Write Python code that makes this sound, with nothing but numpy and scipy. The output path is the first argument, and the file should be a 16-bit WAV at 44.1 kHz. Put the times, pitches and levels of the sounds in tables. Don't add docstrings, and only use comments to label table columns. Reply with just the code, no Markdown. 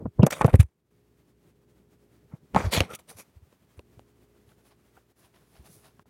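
import sys
import numpy as np
from scipy import signal
from scipy.fft import rfft, irfft, next_fast_len
from scipy.io import wavfile
from scipy.ndimage import map_coordinates

SR = 44100
rng = np.random.default_rng(int(sys.argv[2]) if len(sys.argv) > 2 else 0)


def digitize_waveform(pressure):
    field = np.atleast_2d(pressure).T
    bounded = np.clip(field, -1, 1)
    quanta = np.round(bounded * 32767).astype(np.int16)
    wavfile.write(sys.argv[1], SR, quanta)


N = 268833
TIME = np.arange(N) / SR

# (frequency [Hz], level [dB])
SHELL_SPECTRUM = [(60, -23.5), (160, 0.5), (300, -7), (550, 5), (900, -4), (1400, -7.5), (2000, -9),
                  (3200, -27), (8000, -58.5)]
# (frequency [Hz], level [dB])
DRAG_SPECTRUM = [(35, -18), (70, 1.5), (160, 4), (260, -3), (450, -7), (700, -18), (1100, -32), (1800, -46),
                 (3500, -74.5)]


def amp(db):
    return 10 ** (np.asarray(db) / 20)


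def unit(x):
    return x / np.sqrt(np.mean(x ** 2) + 1e-20)


def gain_at(points, hz):
    f, db = np.transpose(points)
    return amp(np.interp(np.log(hz + 1), np.log(f + 1), db))


def fader(points):
    return amp(np.interp(TIME, *np.transpose(points)))


def filtered(x, response):
    m = next_fast_len(len(x) + SR // 4)
    return irfft(rfft(x, m) * response(np.fft.rfftfreq(m, 1 / SR)), m)[:len(x)]


def impulse(points, size=1024):
    cepstrum = irfft(np.log(gain_at(points, np.fft.rfftfreq(size, 1 / SR))))
    cepstrum[1:size // 2] *= 2
    cepstrum[size // 2 + 1:] = 0
    click = irfft(np.exp(rfft(cepstrum)))
    return click / np.abs(click).max()


def wobble(rate):
    return map_coordinates(rng.standard_normal(int(N * rate / SR) + 4), [TIME * rate], order=3)


def grainy_noise(spectrum, grain_db, grain_hz):
    catches = rng.standard_normal(N) * amp(grain_db * np.clip(wobble(grain_hz), -2, 2))
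    return unit(filtered(catches, lambda hz: gain_at(spectrum, hz)))


def stroke(s, rise, fall):
    shape = np.zeros(N)
    near = np.abs(TIME - s) < 6 * max(rise, fall)
    t = TIME[near] - s
    shape[near] = np.exp(-np.where(t < 0, (t / rise) ** 2, np.abs(t / fall) ** 1.2))
    return shape


def add(track, s, sound):
    part = track[max(round(s * SR), 0):][:len(sound)]
    part += sound[:len(part)]


def room_tone(drone_db=-65.5, hiss_db=-64.5, hum_db=-0.45, waver_db=1.5, crossover_hz=500):
    # (frequency [Hz], level [dB])
    air_spectrum = [(30, -29.5), (48, -12), (62, -5), (88, -8.5), (120, -6.5), (175, -9.5), (250, -9.5),
                    (315, -10.5), (420, -13.5), (500, -15.5), (800, -21.5), (2000, -26.5), (5000, -33),
                    (15500, -35)]
    # (frequency [Hz], level [dB])
    hum_tones = [(59.2, -73), (118.4, -74), (166, -80.5), (208, -79.5), (236.9, -78), (280.5, -83),
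                 (355.3, -75), (413.5, -73)]
    # (time [s], level [dB])
    low_levels = [(1, -2), (2.2, -0.5), (3.35, -8), (3.7, -7), (3.87, 2), (4.4, 1), (5.1, -3), (6.1, -0.5)]
    # (time [s], level [dB])
    hiss_levels = [(1, -5), (2.5, -1.5), (3.9, -1), (6.1, 0.5)]
    air = grainy_noise(air_spectrum, grain_db=2.36, grain_hz=30)
    drone = filtered(air, lambda hz: 1 / (1 + (hz / crossover_hz) ** 6))
    hum = np.zeros(N)
    for hz, db in hum_tones:
        rms = amp(db + hum_db + waver_db * wobble(1.6))
        hum += rms * np.sqrt(2) * np.sin(2 * np.pi * hz * TIME + 0.5 * wobble(0.94))
    hiss = amp(hiss_db) * fader(hiss_levels) * (air - drone)
    return fader(low_levels) * (amp(drone_db) * drone + hum) + hiss


def hand_gap(hz):
    # (frequency [Hz], width [Hz], lift [dB])
    modes = [(480, 43, 0), (850, 99, 0.5), (1050, 10, 0.5), (1420, 410, 2), (2394, 350, 3), (2970, 45, 4.5),
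             (3600, 140, 0.5)]
    return 1 + sum((amp(db) - 1) * 1j * hz * width / (centre ** 2 - hz ** 2 + 1j * hz * width)
                   for centre, width, db in modes)


def hand_reflection(x, delay_s, wander, share):
    lag = delay_s * SR * np.exp(wander * wobble(3.9))
    reflection = map_coordinates(x, [np.arange(N) - lag], order=3)
    return (x + share * reflection) / np.hypot(1, share)


def scrapes(rumble_db=-12, shell_db=0.5, rasp_db=-0.5, rumble_tilt=2.2, shell_limit_db=12,
            bite=0.44, bite_from_db=-45):
    # (time [s], rise [s], fall [s], level [dB], brightness [dB])
    rubs = [(.01, .05, .03, -79.5, -25), (0.2676, .003, 0.0045, -38, 7.5), (.308, .003, .005, -36.5, 5),
            (.329, .007, .01, -34.5, -2.5), (.364, .03, 0.1, -50, -3), (.416, 0.006, 0.0036, -37, -6.5),
            (.462, .002, .005, -42, 4), (.498, .012, 0.0089, -50, -11), (.536, .008, 0.007, -50.5, -9),
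            (.555, .002, .004, -40, 2), (.605, .008, 0.0066, -34.5, -0.5), (.63, .003, .003, -45.5, -1),
            (2.335, 0.022, .02, -68, -11.5), (2.58, 0.023, 0.051, -41.5, -9.5),
            (2.659, .026, 0.025, -45.5, -9), (2.736, .015, .028, -31, -0.5),
            (2.765, .014, 0.028, -33, -5.5), (2.815, .01, .035, -47, -11), (2.916, .02, 0.025, -50, -4),
            (2.937, .004, .009, -43.5, -5.5), (2.952, .003, .005, -41.5, 7.5),
            (2.993, .004, .011, -54, -1.5), (3.1, 0.0153, .025, -50, 1), (3.203, .028, .014, -49.5, 2),
            (3.778, .008, 0.023, -68, -3), (3.997, .015, .012, -76, 0)]
    # (frequency [Hz], level [dB])
    rasp_spectrum = [(800, -33.5), (1800, 1.5), (2600, -2.5), (3600, -3.5), (5500, -8.5), (7500, -12.5),
                     (14000, -49.5)]
    # (frequency [Hz], level [dB])
    hiss_spectrum = [(3000, -33.5), (6000, -1.5), (7400, -3), (9000, 1.5), (11500, -0.5), (13500, -7),
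                     (16000, -11.5)]
    power = np.zeros((4, N))
    for s, rise, fall, db, bright in rubs:
        offsets_db = [-rumble_tilt * bright, min(-bright, shell_limit_db),
                      bite * (db - bite_from_db), bright]
        power += amp(db + np.array(offsets_db))[:, None] ** 2 * stroke(s, rise, fall) ** 2
    rumble, shell, rasp, hiss = np.sqrt(power)
    stick_slip = unit(amp(1.2 * wobble(260)))
    sound = amp(shell_db) * shell * grainy_noise(SHELL_SPECTRUM, grain_db=3.5, grain_hz=190)
    sound += amp(rasp_db) * rasp * stick_slip * grainy_noise(rasp_spectrum, grain_db=5, grain_hz=2000)
    sound += hiss * stick_slip * grainy_noise(hiss_spectrum, grain_db=5.5, grain_hz=2200)
    past_finger = hand_reflection(sound, delay_s=0.000185, wander=0.42, share=0.41)
    past_palm = hand_reflection(past_finger, delay_s=0.00085, wander=0.06, share=0.23)
    drag = amp(rumble_db) * rumble * grainy_noise(DRAG_SPECTRUM, grain_db=0.5, grain_hz=52)
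    return filtered(past_palm, hand_gap) + drag


def strike(hz, decay_s, edge_db, chatter=0.3, upper_ratio=2.1, upper_db=-4, damped_hz=650,
           body_db=-1, tick_db=-2, grit=0.2, grit_t60=0.0037):
    # (frequency [Hz], level [dB])
    tick_spectrum = [(300, -27), (1200, -11.5), (2000, -5), (2750, 3), (3600, -5), (5500, -11), (8000, -13),
                     (16000, -30)]
    t = np.arange(SR // 8) / SR
    upper = amp(upper_db) / (1 + (hz / damped_hz) ** 4)
    ring = np.sin(2 * np.pi * hz * t) + upper * np.sin(2 * np.pi * hz * upper_ratio * t)
    rattle = unit(filtered(rng.standard_normal(len(t)), lambda f: (f / hz) / (1 + (f / hz) ** 3)))
    body = ring * amp(-60 * t / (0.65 * decay_s)) + chatter * rattle * amp(-60 * t / (1.5 * decay_s))
    cushion = signal.butter(3, min(2 * hz, SR / 3), fs=SR)
    contact = (t == 0) + grit * rng.standard_normal(len(t)) * amp(-60 * t / grit_t60)
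    tick = signal.fftconvolve(contact / np.linalg.norm(contact), impulse(tick_spectrum))[:len(t)]
    return amp(body_db) * signal.lfilter(*cushion, body) + amp(edge_db + tick_db) * tick


def thump(s, hz, rise_cycles=0.39, sag=0.12):
    out = np.zeros(N)
    near = np.abs(TIME - s) < 8 / hz
    cycles = (TIME[near] - s) * hz
    swell = np.exp(-(cycles / rise_cycles) ** 2)
    fade = 1 / np.cosh(cycles * np.sqrt(2))
    turns = (1 - np.exp(-sag * cycles)) / sag
    out[near] = np.where(cycles < 0, swell, fade) * np.cos(2 * np.pi * turns)
    return out


def knocks(rebound_s=0.005, rebound_db=-9.5, rebound_ratio=1.3,
           skid_db=-19.5, skid_per_edge=0.26, skid_rise_s=0.0033, thump_lag_s=0.0046, judder_db=-12.5):
    # (time [s], level [dB], ring [Hz], decay [s],
    # relative edge tick [dB], thump level [dB], thump pitch [Hz])
    bumps = [(0.0564, -21, 471, 0.025, -86, -20, 215), (.194, -18.5, 470, 0.066, -44.5, -7, 124.5),
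             (0.2314, -9.5, 450, 0.024, -9, -1, 179.3), (0.2661, -9.5, 562, .032, -17.5, -27.5, 199),
             (.411, -11, 850, 0.057, -11, -30.5, 160), (0.4456, -4.5, 517.8, 0.032, -16.5, -6, 127.3),
             (.48, -19, 701, 0.053, -17.5, -26, 140), (0.54, -10, 385, 0.027, -14.5, -3, 96.4),
             (2.547, -14, 820, 0.033, -7.5, -17.5, 219), (2.5619, -6.5, 850, 0.035, -9, -14, 176),
             (2.7747, -17, 480, 0.019, -2.5, -18, 108.6), (2.8059, -9.5, 510.4, 0.022, -6, -16.5, 95.5)]
    out = np.zeros(N)
    skid = filtered(grainy_noise(SHELL_SPECTRUM, grain_db=5, grain_hz=220), hand_gap)
    skin_judder = grainy_noise(DRAG_SPECTRUM, grain_db=-0.5, grain_hz=47)
    for s, db, hz, decay_s, edge_db, thump_db, thump_hz in bumps:
        add(out, s, amp(db) * strike(hz, decay_s, edge_db))
        add(out, s + rebound_s, amp(db + rebound_db) * strike(hz * rebound_ratio, decay_s, edge_db))
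        skid_gain = amp(db + skid_db + skid_per_edge * edge_db)
        out += skid_gain * stroke(s + skid_rise_s, skid_rise_s, fall=0.011) * skid
        out += amp(thump_db) * thump(s + thump_lag_s, thump_hz)
        out += amp(thump_db + judder_db) * stroke(s + thump_lag_s, rise=0.009, fall=0.011) * skin_judder
    return out


def fingers():
    # (time [s], level [dB], pitch [Hz])
    presses = [(0.077, -29, 122), (0.6, -1.5, 98.7), (0.64, -26, 83.4), (2.339, -29, 155),
               (2.651, -18.5, 84.1), (2.671, -16, 84), (3.157, -45.5, 111), (3.37, -42.5, 83),
               (3.43, -45.5, 86.5), (3.784, -40.5, 80), (3.977, -43, 110), (4.48, -53, 110),
               (5.599, -42.5, 75), (5.995, -51.5, 169)]
    # (time [s], level [dB])
    grip_levels = [(1.2, -79), (1.5, -67.5), (2.2, -66), (3.4, -68), (4.1, -79), (4.5, -69), (5.1, -83),
                   (5.65, -61.5), (6.1, -74.5)]
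    bumps = sum(amp(db) * thump(s, hz) for s, db, hz in presses)
    return bumps + fader(grip_levels) * grainy_noise(DRAG_SPECTRUM, grain_db=4, grain_hz=40)


def air_pockets(q=7, sag_octaves_per_s=0.88):
    # (time [s], rise [s], fall [s], level [dB], pitch [Hz])
    notes = [(.226, 0.0062, .009, -42.5, 2750), (.33, 0.0044, 0.028, -47.5, 3600),
             (0.414, .005, .01, -29, 1400), (2.58, .02, .03, -35.5, 917), (2.748, .025, 0.039, -35.5, 4298),
             (2.81, .005, .014, -28, 490), (2.912, .02, .03, -46, 1308), (3.095, .012, 0.016, -63, 3870),
             (3.205, .022, .012, -55, 2462)]
    out = np.zeros(N)
    t = np.arange(-SR // 8, SR // 4) / SR
    for s, rise, fall, db, hz in notes:
        half_band = signal.butter(2, hz / q / 2, fs=SR)
        noise = signal.lfilter(*half_band, rng.standard_normal((2, len(t))))
        phase = 2 * np.pi * np.cumsum(hz * 2 ** (-sag_octaves_per_s * t)) / SR
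        note = np.zeros(N)
        add(note, s + t[0], unit(noise[0] * np.cos(phase) + noise[1] * np.sin(phase)))
        out += amp(db) * stroke(s, rise, fall) * note
    return out


def clicks():
    # (time [s], level [dB], ring [Hz], decay [s], relative tick [dB])
    contacts = [(.2312, -30, 2710, 0.037, -10.5), (.3059, -26, 1400, 0.023, -0.5),
                (.3203, -27.5, 800, .022, -14), (2.8051, -3.5, 2806, 0.011, 1),
                (3.527, -46.5, 501, 0.026, -2.5), (3.7935, -35.5, 460, 0.027, -3),
                (3.7933, -42.5, 2680, 0.011, -22), (3.9942, -36, 619, 0.0073, -7),
                (4.4917, -54, 3540, .006, -7), (4.5187, -51.5, 1493, 0.017, 3),
                (4.969, -52, 1395, 0.05, -21), (4.975, -44.5, 762, .045, -27),
                (5.995, -43.5, 1050, 0.023, -3.5), (6.057, -54, 804, .027, -14)]
    out = np.zeros(N)
    for s, db, hz, decay_s, edge_db in contacts:
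        add(out, s, amp(db) * strike(hz, decay_s, edge_db))
    return out


def port_cover(edge_s=0.0039):
    # (start [s], end [s], depth [dB])
    covers = [(0.665, 0.907, -10.5), (5.125, 5.16, -10), (6.031, 6.058, -19.5)]
    covered_db = sum(depth * (np.tanh((TIME - start) / edge_s) - np.tanh((TIME - end) / edge_s)) / 2
                     for start, end, depth in covers)
    return amp(covered_db)


def sleeves(rustle_db=-1):
    # (time [s], half length [s], rustle level [dB], swish level [dB])
    brushes = [(4.503, .035, -68.5, -71), (4.673, .03, -66, -66.5), (4.721, 0.0147, -62.5, -83),
               (5.201, 0.029, -72, -66.5), (5.254, .02, -62, -68.5), (5.359, .02, -62.5, -73),
               (5.565, 0.024, -63.5, -75.5), (5.561, .14, -70.5, -72), (5.665, 0.016, -57, -61.5),
               (5.745, .055, -73, -58), (5.862, .03, -57.5, -65)]
    # (frequency [Hz], level [dB])
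    rustle_spectrum = [(250, -11), (700, 2.5), (1600, -5.5), (3000, -8), (5000, -11), (8000, -27.5)]
    # (frequency [Hz], level [dB])
    swish_spectrum = [(3000, -13.5), (6000, -4.5), (7800, -8), (10000, 1), (13000, -7), (16000, -9)]
    rustle = grainy_noise(rustle_spectrum, grain_db=2.5, grain_hz=440)
    swish = grainy_noise(swish_spectrum, grain_db=1.5, grain_hz=450)
    return sum(stroke(s, half, half) * (amp(rustle_db + low_db) * rustle + amp(high_db) * swish)
               for s, half, low_db, high_db in brushes)


def scene():
    handling = knocks() + clicks() + fingers() + scrapes() + air_pockets()
    return (handling + sleeves() + port_cover() * room_tone())[None]


def record(dry, low_hz=45, top_hz=16300):
    thin = filtered(dry[0], lambda hz: 1 - 1 / (1 + (hz / low_hz) ** 8))
    rounded = thin / (1 + thin ** 8) ** (1 / 8)
    return filtered(rounded, lambda hz: hz < top_hz)[None]


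dry = scene()
out = record(dry)
digitize_waveform(out)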